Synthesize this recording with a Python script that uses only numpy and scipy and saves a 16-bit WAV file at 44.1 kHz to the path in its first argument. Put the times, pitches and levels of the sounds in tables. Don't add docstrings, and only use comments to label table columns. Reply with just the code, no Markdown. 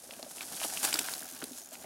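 import sys
import numpy as np
from scipy import signal
from scipy.io import wavfile
from scipy.ndimage import uniform_filter1d

SR = 44100
rng = np.random.default_rng(int(sys.argv[2]) if len(sys.argv) > 2 else 0)


def to_wav(s):
    ch = np.atleast_2d(s).T
    pcm = np.round(np.clip(ch, -1, 1) * 32767)
    wavfile.write(sys.argv[1], SR, pcm.astype(np.int16))


N = 81585
T = np.arange(N) / SR

# (time [s], level [dB])
ROLL_LEVEL = [(0, -62), (.13, -57), (.33, -58.5), (.5, -53.5), (.56, -55), (.72, -51.5), (.81, -51),
              (.87, -48.5), (1.03, -53), (1.24, -54), (1.3, -58.5), (1.37, -57.5), (1.5, -57.5),
              (1.69, -62), (1.73, -64.5), (1.85, -51.5)]


def amp(db):
    return 10 ** (np.asarray(db) / 20)


def unit(x):
    return x / np.sqrt(np.mean(x ** 2) + 1e-20)


def curve(rows, axis=1):
    rows = np.array(rows)
    return np.interp(T, rows[:, 0], rows[:, axis])


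def add(mix, s, sound):
    part = mix[max(round(s * SR), 0):][:len(sound)]
    part += sound[:len(part)]


def colour(x, points):
    hz, db = np.transpose(points)
    bin_hz = abs(np.fft.fftfreq(2048, 1 / SR)) + 1
    log_gain = np.log(amp(np.interp(np.log(bin_hz), np.log(hz), db)))
    taps = np.fft.ifft(np.exp(np.conj(signal.hilbert(log_gain)))).real
    return unit(signal.fftconvolve(x, taps)[:len(x)])


def resonate(x, hz, q):
    return signal.lfilter(*signal.iirpeak(min(hz, SR / 4), max(q, 1), SR), x)


def grains(per_s, spread_db):
    size = amp(spread_db * np.minimum(rng.exponential(1, N), 4.5))
    return size * rng.choice([-1, 1], N) * (rng.random(N) < per_s / SR)


def flicker(depth_db, clump_s=0.013):
    width = int(clump_s * SR)
    clumps = uniform_filter1d(rng.standard_normal(N), width)
    return amp(depth_db * unit(uniform_filter1d(clumps, width // 2)))


def swell(s, rise_s, fall_s):
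    return np.exp(-np.where(T < s, (s - T) / rise_s, (T - s) / fall_s))


def woodland(x, level_db=-14.5, t60_s=0.086, echoes_per_s=2000):
    t = T[:SR // 2]
    echoes = rng.standard_normal(len(t)) * (rng.random(len(t)) < echoes_per_s / SR) * (t > .004)
    tail = echoes * np.exp(-np.log(1000) * t / t60_s)
    return x + amp(level_db) * signal.fftconvolve(x, tail / np.linalg.norm(tail))[:N]


def knocks():
    taps = resonate(grains(per_s=100, spread_db=-3), hz=665, q=4.2)
    return unit(resonate(taps, hz=665, q=1)) * amp(curve(ROLL_LEVEL) - 8.5)


def freewheel(ring_hz=6600, ring_decay_s=.0028, detune=.048, scatter_db=1.4):
    # (time [s], rate [ticks/s])
    tick_rate = [(.95, 98), (1.13, 92), (1.165, 64), (1.2, 82), (1.225, 76), (1.28, 94), (1.36, 72),
                 (1.5, 81), (1.555, 64), (1.615, 113), (1.66, 78), (1.7, 46), (1.78, 78)]
    # (time [s], tick level [dB], ring level [dB])
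    hub_level = [(.95, -38, -52), (1.07, -36.5, -50), (1.15, -36.5, -49), (1.29, -39.5, -47),
                 (1.38, -42, -47), (1.49, -45, -46.5), (1.56, -45, -43), (1.68, -47.5, -44.5),
                 (1.85, -50, -51)]
    # (frequency [Hz], gain [dB])
    tick_colour = [(500, -22), (2000, -14), (4000, -7), (5400, -3), (6700, -1), (8200, -3), (9800, 0),
                   (12500, -2), (16000, -6)]
    teeth = np.cumsum(curve(tick_rate)) / SR
    teeth = np.floor(teeth - np.interp(1.2893, T, teeth))
    drops = np.diff(teeth, prepend=teeth[0]) * (T > tick_rate[0][0])
    drops *= amp(scatter_db * rng.standard_normal(N))
    tick_shape = swell(T[N // 2], rise_s=.0009, fall_s=.0022)
    envelope = signal.fftconvolve(drops * amp(curve(hub_level)), tick_shape, "same")
    out, t = envelope * colour(rng.standard_normal(N), tick_colour), T[:SR // 40]
    rings = drops * amp(curve(hub_level, axis=2))
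    pitches = ring_hz * (1 + detune * rng.standard_normal(N))
    for at, hz in zip(np.flatnonzero(drops), pitches):
        add(out, at / SR, rings[at] * np.sin(2 * np.pi * hz * t) * np.exp(-t / ring_decay_s))
    return out


def chain():
    # (peak time [s], level [dB], resonance [Hz])
    rattles = [(0.93, -25, 7140), (0.942, -19, 5200), (0.9581, -29.5, 3440), (0.9918, -17.5, 6200),
               (1.048, -36, 12000), (1.0735, -38, 9900), (1.138, -29.5, 5230), (1.4409, -31, 10000)]
    # (frequency [Hz], gain [dB])
    link_colour = [(100, -22), (350, -2), (1000, -2), (2200, -5), (3400, 0.5), (4900, 4), (6200, -6.5),
                   (7700, 3.5), (12000, -1), (16000, -8)]
    # (frequency [Hz], level relative to the rattle [dB], T60 [s])
    frame_modes = [(1550, -36, .08), (2600, -32, .1), (3418, -27, .13), (3844, -33, .1), (4527, -26, .06),
                   (4900, -25, .04)]
    out, t = np.zeros(N), T[:SR // 4]
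    clash = colour(rng.standard_normal(N), link_colour)
    for s, db, hz in rattles:
        links = unit(clash + 0.72 * unit(resonate(clash, hz, q=6.4)))
        out += amp(db) * swell(s, rise_s=.0013, fall_s=.002) * links
        for mode_hz, mode_db, t60 in frame_modes:
            mode = np.sin(2 * np.pi * (mode_hz * t + rng.random()))
            add(out, s, amp(db + mode_db) * mode * np.exp(-np.log(1000) * t / t60))
    return out


def thuds(rise_s=.0008, sag=.1):
    # (time [s], level [dB], pitch [Hz], decay [s], soil looseness [0-1])
    bumps = [(.038, -46, 527, 0.0054, 0.1), (.092, -43.5, 548, 0.0065, 0.3), (.128, -42, 627, .003, 0.4),
             (.191, -39, 592, 0.008, 0.6), (0.228, -35.5, 670, 0.0051, 0.5), (.229, -43.5, 262, 0.014, 0.3),
             (.263, -38.5, 580, 0.006, 0.54), (.515, -39.5, 670, 0.0043, .5),
             (0.536, -47, 210, 0.019, 0.99), (.615, -28.5, 674, 0.0036, 0.52),
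             (.644, -32.5, 700, 0.0087, 0.85), (.645, -38.5, 304, 0.0091, 0.85),
             (.724, -38, 755, 0.0085, 0.14), (.941, -35.5, 339, 0.013, 0.63),
             (.991, -41.5, 315.6, 0.024, 0.72), (1.0858, -38, 916, .004, 0.9), (1.322, -50, 258, 0.036, .5),
             (1.4226, -33, 648, 0.0044, .8), (1.424, -36.5, 1480, 0.0051, 0.1),
             (1.423, -36.5, 274, 0.015, 0.78), (1.439, -40, 460, 0.0053, 0.5),
             (1.511, -43, 260, 0.017, 0.38), (1.719, -40.5, 650, 0.0058, 0.35),
             (1.726, -48.5, 263, 0.019, 0.54), (1.842, -42, 640, 0.013, 0.3)]
    out, t = np.zeros(N), T[:SR // 5]
    for s, db, hz, decay, loose in bumps:
        soil = unit(resonate(resonate(rng.standard_normal(len(t)), hz, q=1.3), hz, q=1.3))
        fade = np.exp(-t / decay)
        pitch = hz * (1 + sag * (2 * fade - 1))
        ring = np.sin(2 * np.pi * np.cumsum(pitch) / SR)
        thump = np.sqrt(1 - loose ** 2) * ring + loose * soil
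        add(out, s, amp(db) * thump * (1 - np.exp(-t / rise_s)) * fade)
    return out


def scuffs():
    # (peak time [s], level [dB], rise [s], fall [s])
    slides = [(0.041, -52, 0.0086, 0.0077), (0.311, -44, 0.0044, 0.0056), (0.361, -46, 0.0056, 0.016),
              (0.418, -38, 0.0022, 0.0059), (0.649, -38.5, 0.0064, 0.018), (0.831, -29, 0.0013, 0.01),
              (0.849, -23, 0.0056, 0.0095), (1.585, -44, 0.007, 0.004), (1.737, -45, 0.018, 0.02)]
    # (frequency [Hz], gain [dB])
    tear_colour = [(60, -48), (250, -2), (500, -9.5), (750, 3.5), (1600, -1), (2100, -5), (5000, -0.5),
                   (8500, 2), (12000, -1.5), (16000, -9)]
    envelope = sum(amp(db) * swell(s, rise, fall) for s, db, rise, fall in slides)
    return envelope * colour(grains(per_s=8000, spread_db=2.5), tear_colour)


def snaps(splinter_s=.003, low_cut_hz=630):
    # (time [s], relative level [dB], ring pitch [Hz], ring decay [cycles])
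    fractures = [(.109, -24.5, 2820, 1), (.136, -31.5, 2570, 1.3), (0.2282, -22, 5260, 1),
                 (0.3152, -29, 10000, 1.5), (0.383, -30.5, 2770, 1.5), (0.4084, -19.5, 2480, 0.73),
                 (0.429, -26, 5400, 1.5), (0.546, -30, 4130, 1.2), (0.6012, -26, 2730, 1.4),
                 (0.6078, -31, 2600, 1.1), (0.6146, -22, 2600, 0.68), (0.6331, -24, 2800, 1.4),
                 (0.6389, -19, 2900, 0.54), (0.6427, -26, 2640, 0.79), (0.7377, -17, 8100, 1.3),
                 (0.7734, -20, 2800, 1.9), (0.798, -22, 11000, 1.5), (0.849, -25, 8100, 1.5),
                 (.928, -15.5, 2830, 2.1), (0.955, -22, 1390, 2.2), (.989, -18.5, 2540, 1.9),
                 (1.0862, -18.5, 1450, 1.5), (1.226, -34, 1600, 2.5), (1.2547, -34.5, 1390, 1.1),
                 (1.4182, -30.5, 1480, 2.1), (1.4234, -26, 2880, 0.55), (1.533, -36, 3700, 1.3),
                 (1.7461, -36, 3000, 1.1), (1.754, -30, 2740, 0.63), (1.843, -37, 2300, 0.92)]
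    out, t = np.zeros(N), T[:SR // 20]
    for s, db, hz, cycles in fractures:
        band = resonate(rng.standard_normal(len(t)), hz, q=1.6 * cycles)
        splinters = unit(resonate(band, hz, q=1)) * np.exp(-t / splinter_s)
        crack = np.sin(2 * np.pi * hz * t + np.pi / 4) * np.exp(-t * hz / cycles)
        add(out, s, amp(db) * (.18 * splinters + .76 * crack))
    return signal.sosfilt(signal.butter(2, low_cut_hz, "high", fs=SR, output="sos"), out)


def tyres():
    # (time [s], relative level [dB])
    leaf_level = [(0, -54.5), (.04, -53), (.08, -53.5), (.13, -50.5), (.285, -52.5), (.36, -48.5),
                  (.52, -45), (.62, -39), (.74, -41), (.785, -41.5), (.89, -36.5), (.98, -42),
                  (1.055, -47.5), (1.1, -40.5), (1.16, -47), (1.31, -52.5), (1.45, -52), (1.56, -53),
                  (1.585, -41.5), (1.605, -54), (1.69, -60), (1.78, -54.5), (1.85, -54.5)]
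    grit_level = [(0.0, -67), (0.148, -59), (0.308, -64), (0.406, -51.5), (.52, -52.5), (.64, -46),
                  (.69, -47), (0.802, -47.5), (0.88, -41), (.96, -42.5), (1.082, -44.5), (1.236, -55),
                  (1.54, -57.5), (1.752, -64), (1.85, -54.5)]
    # (frequency [Hz], gain [dB])
    leaf_colour = [(800, -38.5), (2500, -6), (4000, -1.5), (5500, 4.5), (7500, 4.5), (10200, 7.5),
                   (13000, 0.5), (16000, -15)]
    grit_colour = [(300, -27), (800, 2), (1050, -1), (1600, 5.5), (2000, -2.5), (2600, -0.5), (4000, -1),
                   (9000, -8)]
    soil_colour = [(20, -97), (40, -54.5), (60, -7.5), (90, -11), (160, -3.5), (270, 3), (450, -4),
                   (700, 1), (1050, -12), (2500, -21)]
    leaves = colour(grains(per_s=6500, spread_db=4), leaf_colour) * flicker(depth_db=1.38)
    grit = colour(grains(per_s=2500, spread_db=1), grit_colour) * flicker(depth_db=3.5)
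    soil = colour(grains(per_s=1600, spread_db=2), soil_colour) * flicker(depth_db=1.87)
    return (leaves * amp(curve(leaf_level))
            + grit * amp(curve(grit_level) - 0.5)
            + soil * amp(curve(ROLL_LEVEL)))


def scene():
    return woodland(tyres() + knocks() + scuffs() + snaps() + thuds() + chain() + freewheel())[None]


def record(dry):
    low_cut_hz, edge_hz = 45, 15900
    thin = signal.sosfilt(signal.butter(2, low_cut_hz, "high", fs=SR, output="sos"), dry)
    band_limit = signal.firwin(401, edge_hz, window=("kaiser", 8), fs=SR)
    return signal.oaconvolve(thin, band_limit[None], "same")


dry = scene()
out = record(dry)
to_wav(out)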